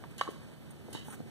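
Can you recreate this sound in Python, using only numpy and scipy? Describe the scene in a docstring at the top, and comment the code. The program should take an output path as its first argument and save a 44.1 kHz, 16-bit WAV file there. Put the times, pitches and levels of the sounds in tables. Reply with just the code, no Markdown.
"""A quiet room: fingers turn an open metal pocket watch case, close by.
The hand-damped case gives one sharp knock and several softer ones, each ringing the lid.
Its rim scrapes twice in bursts of tiny slips and rings thinly. Fingertips bump the case,
ringing the cupped hand, and hiss over the polished metal. The grip rustles dully.
Behind it: short reverberation, room air and a low hum."""
import sys
import numpy as np
from scipy import signal
from scipy.fft import rfft, irfft
from scipy.io import wavfile

SR = 44100
rng = np.random.default_rng(int(sys.argv[2]) if len(sys.argv) > 2 else 0)


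def int16_out(signal):
    """Quantize to a 16-bit WAV file."""
    q = np.round(np.clip(np.atleast_2d(signal).T, -1, 1) * 32767)
    wavfile.write(sys.argv[1], SR, q.astype(np.int16))


N = 57330
T = np.arange(N) / SR
HZ = np.fft.rfftfreq(2 * N, 1 / SR)


def amp(db):
    """Decibels to gain."""
    return 10 ** (np.asarray(db) / 20)


def unit_rms(x):
    """Scale to rms 1."""
    return x / np.sqrt(np.mean(x ** 2) + 1e-20)


def curve(points, hz=HZ):
    """Interpolate (f, value) rows on a log-frequency axis."""
    f, value = np.transpose(points)
    return np.interp(np.log(hz + 1), np.log(f + 1), value)


def filtered(x, gain):
    """Apply one gain per bin of HZ."""
    return irfft(rfft(x, 2 * N) * gain)[..., :N]


def noise(gain):
    """Coloured noise, rms 1."""
    return unit_rms(irfft(rfft(rng.standard_normal(2 * N)) * gain)[:N])


def peak(hz, width_hz):
    """Bell-shaped gain; a low-pass when centred on 0 Hz."""
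    return 1 / (1 + (2 * (HZ - hz) / width_hz) ** 2)


# hand-damped case modes: f/Hz, level/dB, t60/s
CASE_MODES = [(520, -8, 0.013), (780, -10.5, 0.015), (1124, -21, 0.07), (1307, -21, 0.058),
              (1611, -12, .016), (1820, -12.5, 0.013), (2160, -10, 0.01), (2910, -11, 0.0088),
              (3290, -25, 0.016), (4660, -14.5, 0.012), (6400, -13, 0.0051), (8450, -11, 0.0075),
              (11300, -13, 0.01)]
# knocks and rebounds; the grip sets lid pitch and damping:
# t/s, clack level/dB, high cut/Hz, low cut/Hz, lid level/dB, lid f/Hz, lid t60/s
CASE_KNOCKS = [(0.0389, -34, 2140, 900, -38.5, 1150, .022), (0.0444, -39, 940, 596, -43.5, 942, 0.035),
               (.2120, -15.5, 3680, 680, -15.5, 1113, 0.023), (.2146, -30, 2500, 1200, -27, 1620, .014),
               (.2180, -27.5, 1940, 900, -33, 1270, .012), (.2720, -41, 1140, 1030, -39, 1100, 0.021),
               (.2766, -43, 1500, 1140, -29.5, 1114, 0.029), (0.2829, -41, 1200, 500, -39.5, 1260, 0.015),
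               (.8850, -37, 700, 350, -43, 840, 0.024), (0.9497, -30, 695, 400, -37, 876, 0.038),
               (0.96, -46, 900, 650, -44, 956, .045), (1.0838, -33, 616, 503, -40, 854, .045),
               (1.139, -41, 1730, 910, -50.5, 1490, 0.027), (1.2035, -32, 526, 400, -44.5, 700, 0.024)]


def knocks(contact_q=1.3, lid_rise_s=.0005):
    """Each knock clacks the damped case and rings the lid at one hollow pitch."""
    ring = sum(amp(db - 60 * T / t60) * np.sin(2 * np.pi * hz * T) for hz, db, t60 in CASE_MODES)
    lid_attack = np.minimum(T / lid_rise_s, 1)
    out = np.zeros(N)
    for at_s, clack_db, high_cut_hz, low_cut_hz, lid_db, lid_hz, lid_t60 in CASE_KNOCKS:
        high, low = 1j * HZ / high_cut_hz, 1j * HZ / low_cut_hz
        highpass = low ** 2 / (1 + np.sqrt(2) * low + low ** 2)
        lowpass = 1 / (1 + high / contact_q + high ** 2)
        clack = amp(clack_db) * filtered(ring, highpass * lowpass)
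        lid = amp(lid_db - 60 * T / lid_t60) * np.sin(2 * np.pi * lid_hz * T) * lid_attack
        start = round(at_s * SR)
        out[start:] += (clack + lid)[:N - start]
    return out


# thin rim modes: f/Hz, level/dB, t60/s
RIM_MODES = [(1720, -11.5, 0.011), (1995, -6.5, 0.024), (2900, -4, .025), (3040, -5, .025),
             (3256, -10, 0.056), (3778, -6.5, 0.03), (3902, -8, 0.061), (4130, -11, 0.029),
             (4490, -7.5, 0.027), (5310, -11, 0.025), (6645, -5.5, 0.035), (8540, -10.5, 0.018),
             (9560, -6, 0.017), (11410, -7, 0.045)]
# dry grit spectrum: f/Hz, level/dB
GRIT_SPECTRUM = [(200, -36), (900, 0), (2400, -13), (4400, 3.5), (6000, -1.5), (7800, 8), (11300, 0),
                 (12500, -34), (16000, -34)]
# scrapes: t/s, level/dB, rise/s, decay/s, tilt/(dB/octave)
RIM_SCRAPES = [(.179, -44.5, 0.0041, 0.0038, 2.5), (0.178, -45.5, 0.015, 0.072, -6),
               (0.216, -56, 0.0034, 0.0054, -5), (.928, -43, 0.0013, 0.012, 0.5),
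               (0.934, -43.5, 0.018, 0.045, -8)]


def scrapes(slips_per_s=1400, grit_db=-4):
    """Bursts of tiny slips ring the rim and add dry grit."""
    ring = sum(amp(db - 60 * T / t60) / np.sqrt(t60) * np.cos(2 * np.pi * hz * T)
               for hz, db, t60 in RIM_MODES)
    out = np.zeros(N)
    for at_s, db, rise_s, decay_s, tilt_db in RIM_SCRAPES:
        slips, grains = rng.standard_normal((2, N)) * (rng.random((2, N)) < slips_per_s / SR)
        ringing = unit_rms(signal.fftconvolve(slips, ring)[:N])
        grit = amp(grit_db) * unit_rms(filtered(grains, amp(curve(GRIT_SPECTRUM))))
        tilt = amp(tilt_db * np.log2(np.clip(HZ, 2800, 12000)))
        attack = np.clip((T - at_s) / rise_s, 0, 1)
        decay = np.exp(-np.maximum(T - at_s - rise_s, 0) / decay_s)
        out += amp(db) * unit_rms(filtered(ringing + grit, tilt)) * attack * decay
    return out


# rim catches: t/s, level/dB, f/Hz, t60/s
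RIM_PINGS = [(0.2162, -41, 3885, 0.071), (0.9552, -44.5, 3860, 0.075)]


def pings(rise_s=.0015):
    """The rim catches and one thin mode rings out briefly."""
    out = np.zeros(N)
    for at_s, db, hz, t60 in RIM_PINGS:
        age_s = np.maximum(T - at_s, 0)
        attack = np.minimum(age_s / rise_s, 1)
        out += amp(db - 60 * age_s / t60) * np.sin(2 * np.pi * hz * age_s) * attack
    return out


# fingertip bumps: t/s, level/dB, f/Hz, half-width/cycles
FINGER_BUMPS = [(0.2804, -39, 318, 1.2), (0.2895, -27, 393, 0.61), (.8910, -40, 384, 0.68),
                (0.952, -35, 300, 0.6), (1.087, -40, 238, 1.3), (1.204, -33.5, 222, 0.78)]
# cupped-hand resonances: f/Hz, width/Hz, gain/dB
HAND_MODES = [(290, 35, -4), (414.6, 19, -1)]


def bumps():
    """A fingertip pushes the case: a dull swing of a cycle or two rings the cupped hand."""
    push = np.zeros(N)
    for at_s, db, hz, half_width in FINGER_BUMPS:
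        cycles = (T - at_s) * hz
        push += amp(db) * np.exp(-(cycles / half_width) ** 2) * np.sin(2 * np.pi * cycles)
    hollow = sum(amp(db) / (1 + 2j * (HZ - hz) / width_hz) for hz, width_hz, db in HAND_MODES)
    return push + filtered(push, hollow)


# sliding skin spectrum: f/Hz, level/dB
SKIN_SPECTRUM = [(500, 3.5), (1500, 7.5), (3500, 2.5), (5000, -7), (6100, 3.5), (9200, 7.5), (11000, 2),
                 (15500, -0.5)]
# slides: t/s, level/dB, rise/s, hold/s, release/s, tilt/(dB/octave), squeak before tilt/dB
SKIN_SLIDES = [(0.106, -55.5, 0.0028, 0.0033, 0.0056, -6.5, -6),
               (0.304, -53.5, 0.0023, 0.011, 0.005, -3, -5), (0.703, -58, .003, 0.0042, 0.0074, -2, -12),
               (0.705, -53, 0.0047, 0.0026, 0.0054, 5, 7), (0.902, -60.5, 0.0051, .002, 0.011, 21, 2),
               (0.993, -54.5, 0.077, 0.048, .006, -1, -14), (1.098, -50.5, 0.0059, 0.014, 0.0057, -9, 18),
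               (1.117, -50.5, 0.0065, 0.022, 0.005, -3, -24), (1.149, -52, 0.0012, 0.001, 0.006, 0, -20)]


def slides(grain_db=3.0, squeak_hz=9070):
    """Skin hisses unevenly over the polished metal; some slides squeak faintly."""
    out = np.zeros(N)
    for at_s, db, rise_s, hold_s, release_s, tilt_db, squeak_db in SKIN_SLIDES:
        hiss = noise(amp(curve(SKIN_SPECTRUM)))
        grain = amp(grain_db * noise(peak(0, width_hz=530)))
        squeak = amp(squeak_db) * noise(peak(squeak_hz, width_hz=350))
        tilt = amp(tilt_db * np.log2(np.clip(HZ, 1600, 9000)))
        rub = unit_rms(filtered(unit_rms(hiss * grain) + squeak, tilt))
        attack = np.clip((T - at_s) / rise_s, 0, 1) ** 2
        release = np.exp(-np.maximum(T - at_s - rise_s - hold_s, 0) / release_s)
        out += amp(db) * rub * attack * release
    return out


# rustle envelope: t/s, level/dB
GRIP_ENVELOPE = [(0, -52), (.06, -55), (.13, -67), (.35, -55.5), (.56, -69), (.68, -55.5), (.84, -58.5),
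                 (.95, -46), (1.0, -55.5), (1.15, -52.5), (1.3, -56)]
# rustle spectrum: f/Hz, level/dB
GRIP_SPECTRUM = [(40, -39), (100, 7), (160, -4.5), (220, 1.5), (280, 0), (360, -1), (600, -8), (900, -17.5),
                 (1400, -23.5), (4000, -28.5), (15000, -40)]


def grip():
    """The hands rustle dully as they shift."""
    return amp(np.interp(T, *np.transpose(GRIP_ENVELOPE))) * noise(amp(curve(GRIP_SPECTRUM)))


# room tail: f/Hz, t60/s, level/dB
REVERB_BANDS = [(157, 0.079, -5.5), (680, 0.43, -10.5), (1090, 0.5, -14.5), (2080, 0.46, -10),
                (3000, .27, -9), (3900, 0.66, -12), (8300, 0.44, -9), (15200, .2, -50)]


def reverb(x, gap_s=0.0076):
    """The room's diffuse tail dies at its own rate in each band."""
    hz, t, bands = signal.stft(rng.standard_normal(N), SR, nperseg=256)
    t60 = curve([(f, s) for f, s, _ in REVERB_BANDS], hz)[:, None]
    level_db = curve([(f, db) for f, _, db in REVERB_BANDS], hz)[:, None]
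    energy_norm = np.sqrt(2 * np.log(1000) / (t60 * SR))
    bands = bands * amp(level_db - 60 * t / t60) * energy_norm
    tail = signal.istft(bands, SR, nperseg=256)[1][:N] * (T > gap_s)
    return signal.fftconvolve(x, tail)[:N]


# room air spectrum: f/Hz, level/dB
AIR_SPECTRUM = [(20, -30), (42, -23), (65, -2), (120, 0.5), (230, -2.5), (330, -5.5), (600, -12),
                (1100, -19.5), (2000, -19), (3500, -24.5), (4500, -27), (6000, -33.5), (8400, -28),
                (10000, -35), (14800, -34.5), (15800, -59)]


def air(level_db=-52, waver_db=1.5):
    """Gently wavering room noise."""
    envelope = amp(level_db + waver_db * noise(peak(0, width_hz=24)))
    return envelope * noise(amp(curve(AIR_SPECTRUM)))


# room hum tones: f/Hz, level/dB
HUM_TONES = [(118, -58.5), (149.5, -59.5), (224, -58)]
# hum swell: t/s, gain/dB
HUM_ENVELOPE = [(.08, 0.5), (.28, -3.5), (.4, 3.5), (.55, -3), (.71, 4.5), (.8, -4), (.95, -2), (1.04, 2.5),
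                (1.3, 3)]


def hum(waver_rad=1.13, waver_width_hz=14.5):
    """Three low tones waver in phase, swelling and sinking together."""
    tones = np.zeros(N)
    for hz, db in HUM_TONES:
        phase = 2 * np.pi * (hz * T + rng.random())
        waver = waver_rad * noise(peak(0, waver_width_hz))
        tones += amp(db) * unit_rms(np.sin(phase + waver))
    return tones * amp(np.interp(T, *np.transpose(HUM_ENVELOPE)))


# right channel against left: f/Hz, phase/rad
RIGHT_PHASE = [(0, 3), (900, 0.15), (1450, 0.53), (1950, -2.5), (2850, -3), (3200, -8.5), (4100, -4.5),
               (4600, -10), (5100, -8.5), (5800, -13.5), (6500, -11.5), (8500, -7), (9700, -1.5),
               (11500, 1.4), (12200, -2.5), (13900, -3), (15500, -10)]


def stereo(x):
    """One sound reaches the two channels with different phase."""
    phase_rad = np.interp(HZ, *np.transpose(RIGHT_PHASE))
    return np.array([x, filtered(x, np.exp(1j * phase_rad))])


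# diffuse sound independent in each channel: f/Hz, amplitude share/(0-1)
STEREO_SPREAD = [(40, 0.52), (130, 0.58), (350, 0.64), (1200, 0.29), (2500, 0.29), (4000, 0.56),
                 (8000, 0.3), (14000, 1)]


def scene():
    """Hits are common to both channels; friction and room sound partly differ."""
    hits = knocks() + bumps() + pings()
    rubs = [scrapes() + slides() for _ in range(3)]
    common, left, right = [rub + air() + hum() + grip() + reverb(hits + rub) for rub in rubs]
    spread = np.clip(curve(STEREO_SPREAD), 0, 1)
    centre = hits + filtered(common, np.sqrt(1 - spread ** 2))
    return stereo(centre) + filtered(np.array([left, right]), spread)


# left minus right: f/Hz, level/dB
BALANCE = [(60, -5.5), (87, 3.5), (130, -3), (180, -3), (260, 0.0), (380, -0.5), (550, -0.5), (790, -1.5),
           (1140, -0.5), (1650, -2.5), (2380, -1.5), (3440, -3.5), (4970, -2), (7180, -3.5), (10400, -4.0),
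           (15000, -5.5)]


def record(dry):
    """Balance leaning slightly right, then a steep low-pass."""
    balance_db = curve(BALANCE)
    balanced = filtered(dry, amp(np.array([balance_db, -balance_db]) / 2))
    lowpass = signal.firwin(511, cutoff=15550, window=("kaiser", 9), fs=SR)
    return signal.oaconvolve(balanced, lowpass[None], "same")


dry = scene()
out = record(dry)
int16_out(out)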